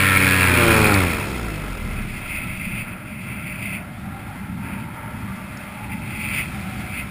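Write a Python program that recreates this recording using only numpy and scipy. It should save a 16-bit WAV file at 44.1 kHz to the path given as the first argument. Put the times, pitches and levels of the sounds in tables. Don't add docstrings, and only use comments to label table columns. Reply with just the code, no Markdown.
import sys
import numpy as np
from scipy import signal
from scipy.fft import rfft, irfft, next_fast_len
from scipy.io import wavfile
from scipy.ndimage import uniform_filter1d, map_coordinates

SR = 44100
rng = np.random.default_rng(int(sys.argv[2]) if len(sys.argv) > 2 else 0)


def nominal_scale(level):
    x = np.asarray(level, float) / 20
    return 10 ** x


def store_pcm(level_fs):
    pcm = np.round(np.clip(level_fs, -1, 1) * 32767).astype(np.int16)
    wavfile.write(sys.argv[1], SR, np.atleast_2d(pcm).T)


N = 313110
T = np.arange(N) / SR

# time in seconds, blade passes in Hz, engine power in dB, blade load in dB.
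SPIN_DOWN = [
    (0, 132.5, -19.5, -52),
    (.44, 125.4, -19.5, -40.5),
    (.67, 114.9, -19, -26.5),
    (.91, 103.6, -21, -28),
    (1.19, 72.93, -29.5, -36),
    (1.45, 56.17, -43.5, -40),
    (1.88, 36.9, -30, -44),
    (2.21, 28.35, -37, -45),
    (2.75, 23.72, -34, -52),
]
# multiple, level in dB.
EXHAUST_TONES = [(1, 0.5), (2, -3.5), (3, -5.5), (4, -20.5), (5, -12), (6, -15.5), (7, -32), (8, -17.5),
                 (9, -19), (10, -16), (11, -10.5), (12, -15), (13, -24), (14, -10), (15, -18.5),
                 (16, -10.5), (17, -7.5), (18, -9), (19, -10.5), (20, -13.5)]
# multiple, level in dB.
LOADED_BLADES = [(3, 3), (4, 0.5), (5, -2), (6, -12), (7, -7.5), (8, -10), (9, -8), (10, -27), (11, -15),
                 (12, -29), (13, -30)]
# multiple, level in dB.
COASTING_BLADES = [(3, 2), (4, -4), (5, -4), (6, -2), (7, -5.5), (8, -8.5), (9, -10), (10, -9.5), (11, -12),
                   (12, -13), (13, -8)]
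# frequency in Hz, density in dB per Hz.
ROAR_SPECTRUM = [(60, -36), (150, -21), (400, -26), (566, -18), (690, -29), (1200, -15.5), (1500, -14),
                 (2000, -7), (2450, -1), (2620, -7.5), (2900, -17.5), (4270, -20), (5700, -30), (6000, -35)]
# frequency in Hz, density in dB per Hz.
STALL_SPECTRUM = [(60, 2), (150, -9.5), (300, 5), (600, -14), (1000, -3), (1500, -9.5), (3000, -14),
                  (4600, -21), (5300, -15), (6000, -25)]
# resonance in Hz, width in Hz, level in dB.
CASE_CAVITIES = [(594, 56, 6), (1366, 170, 9), (1650, 220, 2), (3250, 140, 3.5), (4220, 130, -1)]
# start in seconds, peak in dB, ring in Hz, decay by 60 dB in seconds.
BUCKLE_TICKS = [
    (0.0164, -18, 4130, 0.02),
    (0.0992, -22, 4220, 0.015),
    (0.3518, -34, 4246, 0.02),
    (0.8744, -13, 4370, 0.013),
    (0.9415, -7, 4500, 0.011),
    (5.573, -27, 5300, 0.018),
]
# time in seconds, turbulence in dB, air speed in dB.
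AIR_FLOW = [(1.2, -31, -46.5), (1.35, -36, -47.5), (1.75, -38, -52.5), (2.04, -30.5, -53),
            (2.33, -39, -51.5), (2.45, -33.5, -57), (2.95, -34, -61), (3.5, -32.5, -63.5),
            (4, -35.5, -57.5), (4.15, -31, -57.5), (4.6, -30.5, -58), (5.02, -32.5, -58),
            (5.25, -30, -55.5), (5.74, -35.5, -55), (5.9, -29, -57.5), (6.3, -31, -49.5), (6.8, -31, -50.5),
            (7.1, -34, -54)]
# start in seconds, rise in seconds, hold in seconds, level in dB.
PORT_PUFFS = [(1.8, .55, .46, -32), (2.803, .03, 0.099, -40.5), (2.97, 0.27, 0.43, -36),
              (3.183, 0.032, 0.034, -39), (3.38, .06, 0.11, -46), (3.562, 0.072, 0.13, -31.5),
              (4.546, .1, 0.19, -42.5), (5.29, .1, .25, -46.5), (5.748, 0.098, .02, -38),
              (5.894, 0.024, 0.021, -35), (5.981, 0.11, 0.366, -36), (6.15, 0.067, 0.024, -33.5),
              (6.303, 0.051, 0.052, -24.5), (6.874, 0.1, 0.036, -30.5)]
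# frequency in Hz, density in dB per Hz.
BUFFET_SPECTRUM = [(8, -20), (30, -23), (45, -15.5), (63, -6.5), (97, -5), (113, -0.5), (135, -4.5),
                   (165, -6.5), (195, 0.5), (230, -6.5), (310, -15), (400, -24), (600, -71)]
# frequency in Hz, density in dB per Hz.
HISS_SPECTRUM = [(250, -11.5), (400, -8.5), (500, -7.5), (800, -3), (1800, -5.5), (2100, -0.5), (2700, -15),
                 (2900, -12), (4000, -32.5)]
# frequency in Hz, density in dB per Hz.
FIZZ_SPECTRUM = [(2400, -30), (3000, -3), (3700, -1), (4000, -5.5), (4900, -6.5), (5900, -9.5), (6100, -60)]
# frequency in Hz, width in Hz, level in dB.
PORT_MODES = [(2100, 210, 1), (2326, 270, 0), (2556, 296, 1.5), (3250, 420, -16), (4500, 130, -19.5),
              (4780, 200, -20)]
# time in seconds, pitch in Hz, level in dB.
MAIN_LINE = [
    (3.55, 670, -65),
    (3.78, 703, -48),
    (4.3, 823, -45),
    (4.6, 887, -42.5),
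    (5.1, 902, -45),
    (5.5, 881, -49),
    (5.9, 861, -45),
    (6.4, 846, -46.5),
    (6.6, 855, -65),
]
# start in seconds, length in seconds, pitch in Hz, glide in Hz per second, level in dB.
OTHER_LINES = [
    (1.8, 2.1, 618, 0, -52),
    (6.43, .6, 780, -90, -45),
    (5.1, .8, 1175, 5, -51),
    (5.3, .6, 615, -10, -52),
]

GEAR = 0.729
MOTOR_SAMPLES = 3 * SR
FULL_HZ, IDLE_LOAD_DB = 130, -49
CRANK_DB, BITE_DB = -5, -1
BLADE_DB, BLADE_BY_LOAD, BLADE_BY_SPEED = -31, 0.084, 0.17
STALL_DB, STALL_BY_LOAD, STALL_BY_SPEED = -37, 0.38, 1.15
FRAME_HZ, FRAME_WIDTH_HZ, FRAME_DB = 96, 16, 9
DEAD_HZ, DEAD_WIDTH_HZ, DEAD_DB = 74, 7, -9
CUT_S, CUT_DB = 0.93, -7
FEATHER_S, FEATHER_DB = 2.08, -9
CALM_DB = -56
HISS_DB, HISS_BY_SPEED, HISS_BY_PUFF_DB = -43, 0.2, -20
PORT_DB, PORT_BY_SPEED, SPILL_DB = -47.5, 1.25, -23.5
RISE_DB, FALL_DB_PER_S = 11.5, 293
EDGE_S = 0.12


def unit(x):
    return x / np.sqrt(np.mean(x ** 2) + 1e-20)


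def along(points, hz):
    f, v = np.transpose(points)
    return np.interp(np.log(hz + 1), np.log(f + 1), v)


def curves(rows):
    s, *cols = np.transpose(rows)
    return [np.interp(T, s, c) for c in cols]


def fade(start, length):
    return np.clip((T - start) / abs(length), 0, 1)


def wobble(rate):
    return map_coordinates(rng.standard_normal(int(N * 80 / SR) + 4), [T * min(rate, 80)])


def filtered(x, response):
    m = next_fast_len(N + 8192)
    return irfft(rfft(x, m) * response(np.fft.rfftfreq(m, 1 / SR)), m)[:N]


def peaks(modes, hz):
    return np.sqrt(sum(nominal_scale(2 * db) / (1 + (2 * (hz - c) / w) ** 2) ** 2 for c, w, db in modes))


def case(hz):
    return np.sqrt(1 + peaks(CASE_CAVITIES, hz) ** 2)


def rush(response, patchy_db):
    z = signal.stft(rng.standard_normal(N), nperseg=512)[2]
    field = uniform_filter1d(rng.standard_normal(z.shape), size=4, axis=0)
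    field = uniform_filter1d(field, size=8, axis=1)
    patchy = signal.istft(z * nominal_scale(patchy_db * unit(field)), nperseg=512)[1][:N]
    return unit(filtered(patchy, response))


def stack(turns, orders, smear, spread):
    def slow(rate):
        return np.interp(T[:MOTOR_SAMPLES] * rate, np.arange(100), rng.standard_normal(100))

    tones = 0
    for k, db in orders:
        level = nominal_scale(db[:MOTOR_SAMPLES] + 1.86 * slow(13.44))
        wander = k * smear[:MOTOR_SAMPLES] * slow(25.02)
        tones = tones + level * np.cos(2 * np.pi * k * turns[:MOTOR_SAMPLES] + wander + spread * k * k)
    return np.sqrt(2) * np.pad(tones, (0, N - MOTOR_SAMPLES))


def roar(crank, crank_hz):
    since = (crank % 1) / crank_hz * SR + 2.6 * wobble(80)
    locked = map_coordinates(rng.standard_normal((60, 2500)), [T * 7, since], order=1)
    share = 0.35
    air = np.sqrt(share) * unit(locked) + np.sqrt(1 - share) * rush(lambda hz: 1, patchy_db=0.4)
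    depth = 0.76 - 0.25 * fade(0.48, 0.06)

    def swell(lag):
        return nominal_scale(1.0 * wobble(75)) * np.exp(depth * np.cos(2 * np.pi * crank - lag))

    def colour(hz):
        return nominal_scale(along(ROAR_SPECTRUM, hz)) * case(hz)

    pipe = filtered(air * swell(3.68), lambda hz: colour(hz) * (hz < 2950))
    fins = filtered(air * swell(2.3), lambda hz: colour(hz) * (hz >= 2950))
    return (pipe + fins) / np.std((pipe + fins)[:SR])


def motor():
    blade_hz, roar_db, slap_db = curves(SPIN_DOWN)
    speed_db = 20 * np.log10(blade_hz / FULL_HZ)
    load_db = slap_db - IDLE_LOAD_DB
    blade = np.cumsum(blade_hz) / SR
    crank = GEAR * blade

    blade_db = BLADE_DB + BLADE_BY_LOAD * load_db + BLADE_BY_SPEED * speed_db
    blade_db = blade_db + FEATHER_DB * fade(FEATHER_S, 0.1)
    blade_db = blade_db + FRAME_DB * np.exp(-((blade_hz - FRAME_HZ) / FRAME_WIDTH_HZ) ** 2)
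    dead_db = DEAD_DB * np.exp(-((blade_hz - DEAD_HZ) / DEAD_WIDTH_HZ) ** 2)
    blade_db, slap_db = blade_db + dead_db, slap_db + 0.5 * dead_db
    crank_db = roar_db + CRANK_DB + CUT_DB * fade(CUT_S, 0.06)
    bite_db = BITE_DB - 9 * fade(1.4, 0.43)
    stall_db = STALL_DB + STALL_BY_LOAD * load_db + STALL_BY_SPEED * speed_db

    uneven = 0.04 + 0.22 * fade(0.95, 0.35)
    firing_orders = [(k, crank_db + db + bite_db * (k > 3.5)) for k, db in EXHAUST_TONES]
    firing = stack(crank, firing_orders, uneven, spread=-0.55)
    swing_orders = [(1, blade_db), (2, 0.5 * (blade_db + slap_db) - 0.5)]
    swing = stack(blade, swing_orders, 0.34 * uneven, spread=0.06)
    coast = fade(0.913, 0.059)
    slap_orders = [(k, slap_db + db + coast * (late_db - db))
                   for (k, db), (_, late_db) in zip(LOADED_BLADES, COASTING_BLADES)]
    slap = stack(blade, slap_orders, 0.9 * uneven, spread=0.14)
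    stall = rush(lambda hz: nominal_scale(along(STALL_SPECTRUM, hz)) * case(hz), patchy_db=1.7)
    stall = unit(np.exp(0.84 * np.cos(2 * np.pi * blade - 0.3)) * stall)

    tones = (firing + swing + slap) * (1 - fade(2.68, 0.37))
    combustion = nominal_scale(roar_db + 1.5) * roar(crank, GEAR * blade_hz) * (1 - fade(1.086, 0.41))
    return tones + combustion + nominal_scale(stall_db + 7.5) * stall * (1 - fade(1.78, 0.8))


def ticks():
    out, t = np.zeros(N + SR), T[:1300]
    for s, db, hz, t60 in BUCKLE_TICKS:
        crack = rng.standard_normal(len(t)) * nominal_scale(-60 * t / 0.0049)
        modes = np.sin(2 * np.pi * hz * t) + 0.44 * np.sin(2 * np.pi * 0.87 * hz * t)
        out[round(s * SR):][:len(t)] += nominal_scale(db - 7) * (nominal_scale(-60 * t / t60) * modes + crack)
    return filtered(out[:N], lambda hz: (hz < 5950) * np.clip(hz / 4500, 0, 1) ** 4)


def puffs():
    t = T[::64]
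    power = 0
    for s, rise, hold, db in PORT_PUFFS:
        climb_db = RISE_DB * np.clip((s + rise - t) / abs(rise), 0, None)
        drop_db = FALL_DB_PER_S * np.clip(t - s - rise - hold, 0, None)
        power = power + nominal_scale(2 * (db - climb_db - drop_db))
    return np.interp(T, t, power)


def wind():
    buffet_db, speed_db = curves(AIR_FLOW)
    blown = puffs()
    faster_db = speed_db - CALM_DB
    hiss_db = HISS_DB + HISS_BY_SPEED * faster_db + 1.33 * wobble(9)
    hiss_gain = np.sqrt(nominal_scale(2 * hiss_db) + blown * nominal_scale(2 * HISS_BY_PUFF_DB))
    port_gain = np.sqrt(blown + nominal_scale(2 * (PORT_DB + PORT_BY_SPEED * faster_db))) * nominal_scale(1.35 * wobble(14))
    fizz_gain = np.sqrt(blown * nominal_scale(2 * SPILL_DB) + nominal_scale(2 * speed_db))

    buffet = rush(lambda hz: nominal_scale(along(BUFFET_SPECTRUM, hz)), patchy_db=0.2)
    hiss = rush(lambda hz: nominal_scale(along(HISS_SPECTRUM, hz)) * case(hz), patchy_db=0.0)
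    fizz = rush(lambda hz: nominal_scale(along(FIZZ_SPECTRUM, hz)) * case(hz), patchy_db=1.5)
    fizz = unit(nominal_scale(0.54 * wobble(45)) * fizz)
    port = rush(lambda hz: peaks(PORT_MODES, hz), patchy_db=1.0)
    port = unit(nominal_scale(1.3 * wobble(70)) * port)

    lumpy = nominal_scale(buffet_db + 1.0 * wobble(8.5)) * buffet
    total = lumpy + nominal_scale(3.5) * hiss_gain * hiss + port_gain * port + nominal_scale(2.0) * fizz_gain * fizz
    return fade(0.75, 0.27) * total


def sing(hz, purity):
    def sway(width_hz):
        return unit(filtered(rng.standard_normal(N), lambda f: peaks([(0, width_hz, 0)], f)))

    share = np.clip(purity, 0, 1)
    a, b = [np.sqrt(1 - share) * sway(140) + np.sqrt(share) * sway(29) for _ in range(2)]
    phase = 2 * np.pi * np.cumsum(hz * (1 + 0.011 * wobble(6))) / SR
    return nominal_scale(1.8 * wobble(8)) * (a * np.cos(phase) + b * np.sin(phase))


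def strings():
    main_hz, main_db = curves(MAIN_LINE)
    out = nominal_scale(main_db) * sing(main_hz, purity=0.15)
    for s, length, hz, glide, db in OTHER_LINES:
        swell = fade(s, EDGE_S) * (1 - fade(s + length - EDGE_S, EDGE_S))
        out = out + nominal_scale(db) * swell * sing(hz + glide * (T - s), purity=0.7)
    return out


def scene():
    return (motor() + ticks() + wind() + strings())[None]


def low_pass(x):
    return signal.sosfilt(signal.butter(12, 15950, fs=SR, output="sos"), x)


def record(dry):
    slow = signal.resample_poly(dry[0], 40, 147)
    held = signal.resample_poly(np.repeat(slow, 4), 147, 160)
    held = filtered(held[:N], lambda hz: hz < 15320)
    return low_pass(held[None])


dry = scene()
out = record(dry)
store_pcm(out)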